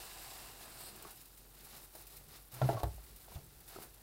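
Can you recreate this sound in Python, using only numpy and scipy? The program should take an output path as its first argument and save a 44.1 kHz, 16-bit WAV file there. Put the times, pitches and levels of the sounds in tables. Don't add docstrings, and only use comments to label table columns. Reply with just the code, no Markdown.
import sys
import numpy as np
from scipy import signal
from scipy.fft import rfft, irfft, next_fast_len
from scipy.io import wavfile

SR = 44100
rng = np.random.default_rng(int(sys.argv[2]) if len(sys.argv) > 2 else 0)


def pcm_store(signal):
    levels = np.round(np.clip(np.atleast_2d(signal), -1, 1) * 32767)
    wavfile.write(sys.argv[1], SR, levels.astype(np.int16).T)


N = 177414
TIME = np.arange(N) / SR

# (dB per Hz, relative)
FIZZ_COLOUR = [(900, -15.5), (1900, -0.5), (2350, 0), (2850, 1.5), (3200, -1.5), (3750, 3), (5100, 2),
               (6200, -3), (7000, -3), (8200, -9), (10000, -5), (16000, -9)]
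# (dB per Hz, relative)
LATHER_COLOUR = [(3000, -24), (6300, -9), (8300, 1), (9800, 0.5), (11000, 3), (12000, 1.5), (13600, 3.5),
                 (15000, 3.5), (15700, 0.5)]


def from_db(db):
    return 10 ** (np.asarray(db) / 20)


def rms_one(x):
    return x / np.sqrt(np.mean(x ** 2) + 1e-20)


def curve_in_time(rows):
    times_s, values = np.transpose(rows)
    return np.interp(TIME, times_s, values)


def decay(age_s, t60):
    return np.exp(-np.log(1000) * age_s / t60)


def noise():
    return rng.standard_normal(N)


def coloured(x, colour):
    freq_hz, density_db = np.transpose(colour)
    size = next_fast_len(N)
    bins_hz = np.maximum(np.fft.rfftfreq(size, 1 / SR), 1)
    gain = from_db(np.interp(np.log(bins_hz), np.log(freq_hz), density_db))
    return rms_one(irfft(rfft(x, size) * gain, size)[:N])


def burst(start, swell, t60):
    envelope = np.zeros(N)
    alive = slice(max(round(start * SR), 0), round((start + 2 * t60) * SR))
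    age = np.maximum(TIME[alive] - start, 0)
    envelope[alive] = (1 - np.exp(-age / swell)) * decay(age, t60)
    return envelope


def press(start, end, db, attack=0.0064, build_db=6, t60=0.15):
    age, after = np.maximum(TIME - start, 0), np.maximum(TIME - end, 0)
    to_go = np.clip((end - TIME) / max(end - start, 1e-3), 0, 1)
    return from_db(db - build_db * to_go) * (1 - np.exp(-age / attack)) * decay(after, t60)


def ring(clicks, hz, t60):
    radius, angle = decay(1 / SR, t60), 2 * np.pi * hz / SR
    feedback = [1, -2 * radius * np.cos(angle), radius * radius]
    return signal.lfilter([0, np.sin(angle)], feedback, clicks + 1e-18)


def flutter(per_s):
    knots = np.arange(N) * per_s / SR
    return rms_one(np.interp(knots, np.arange(N), noise()))


def pops(per_s, spread_db, clump_db):
    size_db = spread_db * np.minimum(rng.exponential(1, N), 4)
    clicks = from_db(size_db) * rng.choice([-1, 1], N)
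    bursting = rng.random(N) < per_s / SR
    return clicks * bursting * from_db(clump_db * flutter(per_s=150))


def pings(per_s, cycles, low_hz, high_hz, count=12):
    bursts = pops(per_s, spread_db=0.0, clump_db=1.5)
    size_class = rng.integers(0, count, N)
    pitches_hz = np.geomspace(low_hz, high_hz, count)
    voices = (ring(bursts * (size_class == k), hz, cycles / hz) for k, hz in enumerate(pitches_hz))
    return rms_one(sum(voices))


def wring_flow():
    # time_s, level_db
    wring = [(0, -54.5), (.12, -58), (.27, -56.5), (.48, -58.5), (.56, -62.5), (.62, -59.5), (.76, -62.5),
             (.94, -65), (1.1, -63), (1.16, -80)]
    return from_db(curve_in_time(wring)) * (TIME < wring[-1][0])


def foam_levels():
    # start_s, end_s, fizz_db, seethe_db (relative to fizz), lather_db (relative to fizz)
    grips = [(1.12, 1.212, -64, -9, 5.5), (1.533, 1.675, -64, -1, 3), (1.68, 1.776, -58.5, -1.5, 2.5),
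             (1.785, 1.848, -65.5, 0.5, 10), (1.929, 2.018, -62.5, 0, 6), (2.07, 2.172, -62, -2.5, 4),
             (2.277, 2.369, -60, -2.5, 1), (2.515, 2.733, -55.5, 5, 0.5), (2.758, 2.805, -59, -2, -0.5),
             (2.87, 2.965, -70, 1, 7), (2.99, 3.102, -65.5, -2, 4.5), (3.17, 3.255, -67, -1.5, 7),
             (3.28, 3.358, -62, -2.5, 2.5), (3.667, 3.763, -59.5, 2.5, 2), (3.777, 3.838, -61, 6.5, 7)]
    # seethe_db, fizz_db, lather_db
    resting_db = (-68.5, -70, -62)
    wetter_db_per_s, settle_db_per_s = 8.5, 0.14

    flow = wring_flow()
    wet_flow = flow * from_db(-3.5 + wetter_db_per_s * TIME)
    power = np.array([wet_flow, flow, flow * from_db(0.5)]) ** 2
    for start, end, fizz_db, seethe_db, lather_db in grips:
        power += np.outer(from_db([seethe_db, 0, lather_db]), press(start, end, fizz_db)) ** 2
    resting = np.outer(from_db(resting_db), from_db(-settle_db_per_s * TIME))
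    return np.sqrt(power + resting ** 2)


def foam():
    # (dB per Hz, relative)
    seethe_colour = [(120, -1.5), (220, -10), (310, -2), (430, -3.5), (560, -3.5), (760, 0.5), (1000, -3),
                     (1400, -3), (2000, -9.5), (3200, -18), (6000, -65)]
    seethe_level, fizz_level, lather_level = foam_levels()

    seethe = from_db(-1.37) * coloured(pops(per_s=5000, spread_db=2.5, clump_db=1.14), seethe_colour)
    fizz = from_db(1.34) * coloured(pops(per_s=9000, spread_db=2.5, clump_db=1.5), FIZZ_COLOUR)
    lather = coloured(pops(per_s=12000, spread_db=4.5, clump_db=1.46), LATHER_COLOUR)
    bubbles = from_db(-13.5) * pings(per_s=390, cycles=23, low_hz=3650, high_hz=13600)
    return seethe_level * seethe + fizz_level * fizz + lather_level * (lather + bubbles)


def hollow():
    # freq_hz, width_hz, level_db
    resonances = [(770, 115, 3.5), (995, 140, 0.5), (1663, 43, 1.5), (2740, 220, -1), (4060, 280, -8),
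                  (4930, 460, -7), (7500, 690, -5), (8120, 580, -3), (8900, 210, -10)]
    crackle = pops(per_s=9000, spread_db=0.0, clump_db=0.0)
    voiced = np.zeros(N)
    for hz, width_hz, db in resonances:
        voiced += from_db(db) * signal.lfilter(*signal.iirpeak(hz, hz / width_hz, fs=SR), crackle)
    return wring_flow() * from_db(-1) * rms_one(voiced)


def runoff():
    # start_s, end_s, level_db
    runs = [(0, 0.807, -67.5), (0.804, 1.065, -60.5), (1.397, 1.85, -67), (1.95, 2.148, -70),
            (2.295, 2.37, -65.5), (3.075, 3.12, -65.5), (3.25, 3.45, -68.5), (3.778, 3.865, -60)]
    # (dB per Hz, relative)
    runoff_colour = [(120, -23), (205, 2), (250, -0.5), (278, -15), (335, 1), (400, 0.5), (500, -4),
                     (800, -23)]
    plops = coloured(pops(per_s=1000, spread_db=3.5, clump_db=-0.5), runoff_colour)
    return sum(press(*row) for row in runs) * plops


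def room_tone():
    # pitch_hz, level_db (rms)
    motor_tones = [(47.7, -65.5), (141, -77)]
    # (dB per Hz, relative)
    room_colour = [(20, -24), (36, -2), (46, 8.5), (54, -10), (66, -10), (100, -1), (135, -4), (165, -10.5),
                   (400, -8.5), (1500, -37)]
    hum = np.zeros(N)
    for hz, db in motor_tones:
        phase = 2 * np.pi * hz * TIME + 0.5 * flutter(per_s=8.5)
        hum += from_db(db) * np.sqrt(2) * np.sin(phase)
    return hum + from_db(-68) * coloured(noise(), room_colour)


def slosh():
    # start_s, level_db
    pushes = [(.18, -66), (.8, -60.5), (1.04, -65), (1.75, -63.5), (2.17, -59.5), (2.235, -62),
              (2.84, -51.5), (3.08, -61), (3.3, -53), (3.36, -60.5), (3.53, -61), (3.77, -58)]
    # (dB per Hz, relative)
    slosh_colour = [(30, -8), (60, 4), (95, 1), (130, 3), (170, -1.5), (240, -16), (330, -22), (420, -10.5),
                    (700, -29)]
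    power = sum((from_db(db) * burst(s, swell=0.011, t60=0.8)) ** 2 for s, db in pushes)
    return np.sqrt(power) * coloured(noise(), slosh_colour)


def jets():
    # start_s, end_s, level_db
    squirts = [(0.616, 0.794, -59), (0.784, 0.888, -51.5)]
    # (dB per Hz, relative)
    jet_colour = [(2500, -12.5), (3400, -9), (4100, -2.5), (5000, -6), (6200, -20), (7500, -11), (8300, 0),
                  (9100, -3.5), (10000, -8), (13000, -8), (16000, -17)]
    return sum(press(*row) for row in squirts) * coloured(noise(), jet_colour)


def tears():
    # start_s, level_db (before the two gains below), t60_s
    clumps = [(0.802, -51, 0.1), (.957, -52.5, 0.056), (1.023, -44, 0.03), (1.104, -51, 0.085),
              (1.211, -51, 0.043), (1.254, -53.5, 0.046), (1.371, -58, 0.12), (1.645, -53, 0.076),
              (1.762, -52.5, .06), (1.950, -49, 0.057), (2.067, -49, 0.049), (2.164, -53, 0.089),
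              (2.518, -52, 0.061), (2.539, -48, 0.066), (2.831, -39.5, 0.028), (2.94, -55, 0.037),
              (3.159, -51, 0.052), (3.429, -61, 0.039), (3.601, -56, 0.062), (3.677, -52.5, 0.11),
              (3.821, -53, .08), (3.940, -55.5, 0.045)]
    strength = sum(from_db(db) * burst(s, swell=0.004, t60=t60) for s, db, t60 in clumps)
    fine = coloured(pops(per_s=20000, spread_db=2.5, clump_db=0), LATHER_COLOUR)
    coarse = coloured(noise(), FIZZ_COLOUR)
    return strength * (from_db(7.0) * fine + from_db(-2.0) * coarse)


def squelches():
    # start_s, knock_db, bubble_hz, bubble_db, bubble_t60_s, splash_db, splash_t60_s
    gulps = [(1.0500, -52, 1140, -41, 0.033, -63, 0.075), (1.9505, -60, 930, -53, .03, -51.5, 0.091),
             (2.6160, -41.5, 674, -24.5, 0.025, -31, 0.053), (2.618, -54, 1346, -39, 0.084, -46, 0.096),
             (2.6895, -31.5, 673, -21, 0.045, -33, 0.054), (2.6965, -51, 825, -28, 0.063, -58, 0.064),
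             (2.730, -51, 394, -36.5, 0.068, -47, 0.07), (2.745, -65, 666, -32, 0.03, -47.5, 0.16),
             (2.768, -51, 1103, -39, 0.11, -49, 0.37), (2.7725, -54, 664, -34, 0.045, -58, .05),
             (2.800, -50, 733, -45, 0.085, -58, 0.056), (2.8327, -39, 554, -27.5, 0.037, -32, 0.064),
             (2.854, -51.5, 415, -40.5, 0.12, -72, 0.067), (2.981, -76, 770, -49, 0.022, -62, 0.057),
             (3.281, -78, 900, -58, 0.026, -56, 0.074), (3.318, -77, 980, -47, 0.024, -57, 0.072),
             (3.361, -64, 690, -60, 0.066, -55, 0.12), (3.7601, -57, 380, -43, 0.092, -56, 0.033),
             (3.762, -72, 1260, -40, .02, -60, 0.075), (3.7871, -57, 510, -20, 0.0027, -51, 0.012)]
    # freq_hz, level_db (relative to the knock), t60_s
    basin_modes = [(331, -4, 0.14), (415, -8, 0.26), (469, -13.5, 0.12), (573, -11, 0.078), (685, -5, 0.12),
                   (825, -7, 0.11), (920.4, -5, 0.11), (1120, -16.5, .14), (1357, -13.5, 0.12),
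                   (1585, -19, 0.094), (1720, -21, 0.085), (2000, -19, 0.027)]
    # (dB per Hz, relative)
    splash_colour = [(150, -26), (350, -3), (700, 10), (1000, -0.5), (1450, -4.5), (2100, -17),
                     (4000, -17.5), (8000, -32), (16000, -37)]

    pockets, spray, knocks = np.zeros(N), np.zeros(N), np.zeros(N)
    for s, knock_db, hz, bubble_db, bubble_t60, splash_db, splash_t60 in gulps:
        bubble = burst(s, swell=0.00059, t60=bubble_t60) * np.sin(2 * np.pi * hz * (TIME - s))
        pockets += from_db(bubble_db) * bubble
        spray += from_db(splash_db) * burst(s, swell=0.00061, t60=splash_t60)
        knocks[round(s * SR)] = from_db(knock_db)

    basin = np.zeros(N)
    for k, (hz, db, t60) in enumerate(basin_modes):
        basin += (-1) ** k * from_db(db) * ring(knocks, hz, t60)
    return pockets + basin + spray * coloured(noise(), splash_colour)


def shudder():
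    # start_s, end_s, level_db
    slips = [(2.53, 2.58, -51.5), (2.615, 2.658, -27.5), (2.691, 2.688, -31.5), (2.74, 2.758, -36.5)]
    # time_s, rate_hz
    slip_rate = [(2.54, 121.5), (2.635, 130.2), (2.73, 126), (2.77, 111)]
    # multiple of the rate, level_db
    orders = [(.5, -16.5), (1, 2), (1.5, -16), (2, -25), (2.5, -23)]

    strength = sum(press(*row, attack=0.0041, build_db=0.5, t60=0.15) for row in slips)
    phase = 2 * np.pi * np.cumsum(curve_in_time(slip_rate)) / SR
    tone = sum(from_db(db) * np.sin(multiple * phase) for multiple, db in orders)
    gurgle = pings(per_s=1900, cycles=58, low_hz=449, high_hz=1230) * (1 + np.sin(phase))
    return strength * (tone + from_db(-22) * gurgle)


def thumps():
    # start_s, pitch_hz, level_db, swell_s, t60_s
    swings = [(2.832, 61.5, -25, 0.014, 0.24), (2.836, 99.8, -29.5, 0.0054, 0.2),
              (2.845, 125, -29.5, 0.013, 0.15), (2.941, 54.2, -45.5, 0.015, 0.77),
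              (3.357, 78, -31, 0.0037, 0.066), (3.364, 135.3, -41.5, 0.0033, 0.17),
              (3.783, 113, -59, .005, 0.2)]
    out = np.zeros(N)
    for s, hz, db, swell, t60 in swings:
        out += from_db(db) * burst(s, swell, t60) * np.sin(2 * np.pi * hz * (TIME - s))
    return out


def small_room(x, wet_db, t60):
    tail = (noise() * burst(0.012, swell=0.001, t60=t60))[:SR // 2]
    wet = signal.fftconvolve(x, tail / np.sqrt(np.sum(tail ** 2)))[:N]
    return x + from_db(wet_db) * wet


def scene():
    suds = foam() + hollow() + runoff() + jets() + tears()
    in_room = small_room(suds + squelches(), wet_db=-13.0, t60=0.22)
    mix = in_room + room_tone() + slosh() + shudder() + thumps()
    return mix[None]


def record(dry):
    cutoff_hz, ripple_db, stopband_db = 15800, 0.2, 70
    low_pass = signal.ellip(12, ripple_db, stopband_db, cutoff_hz, fs=SR, output="sos")
    return signal.sosfilt(low_pass, dry)


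dry = scene()
out = record(dry)
pcm_store(out)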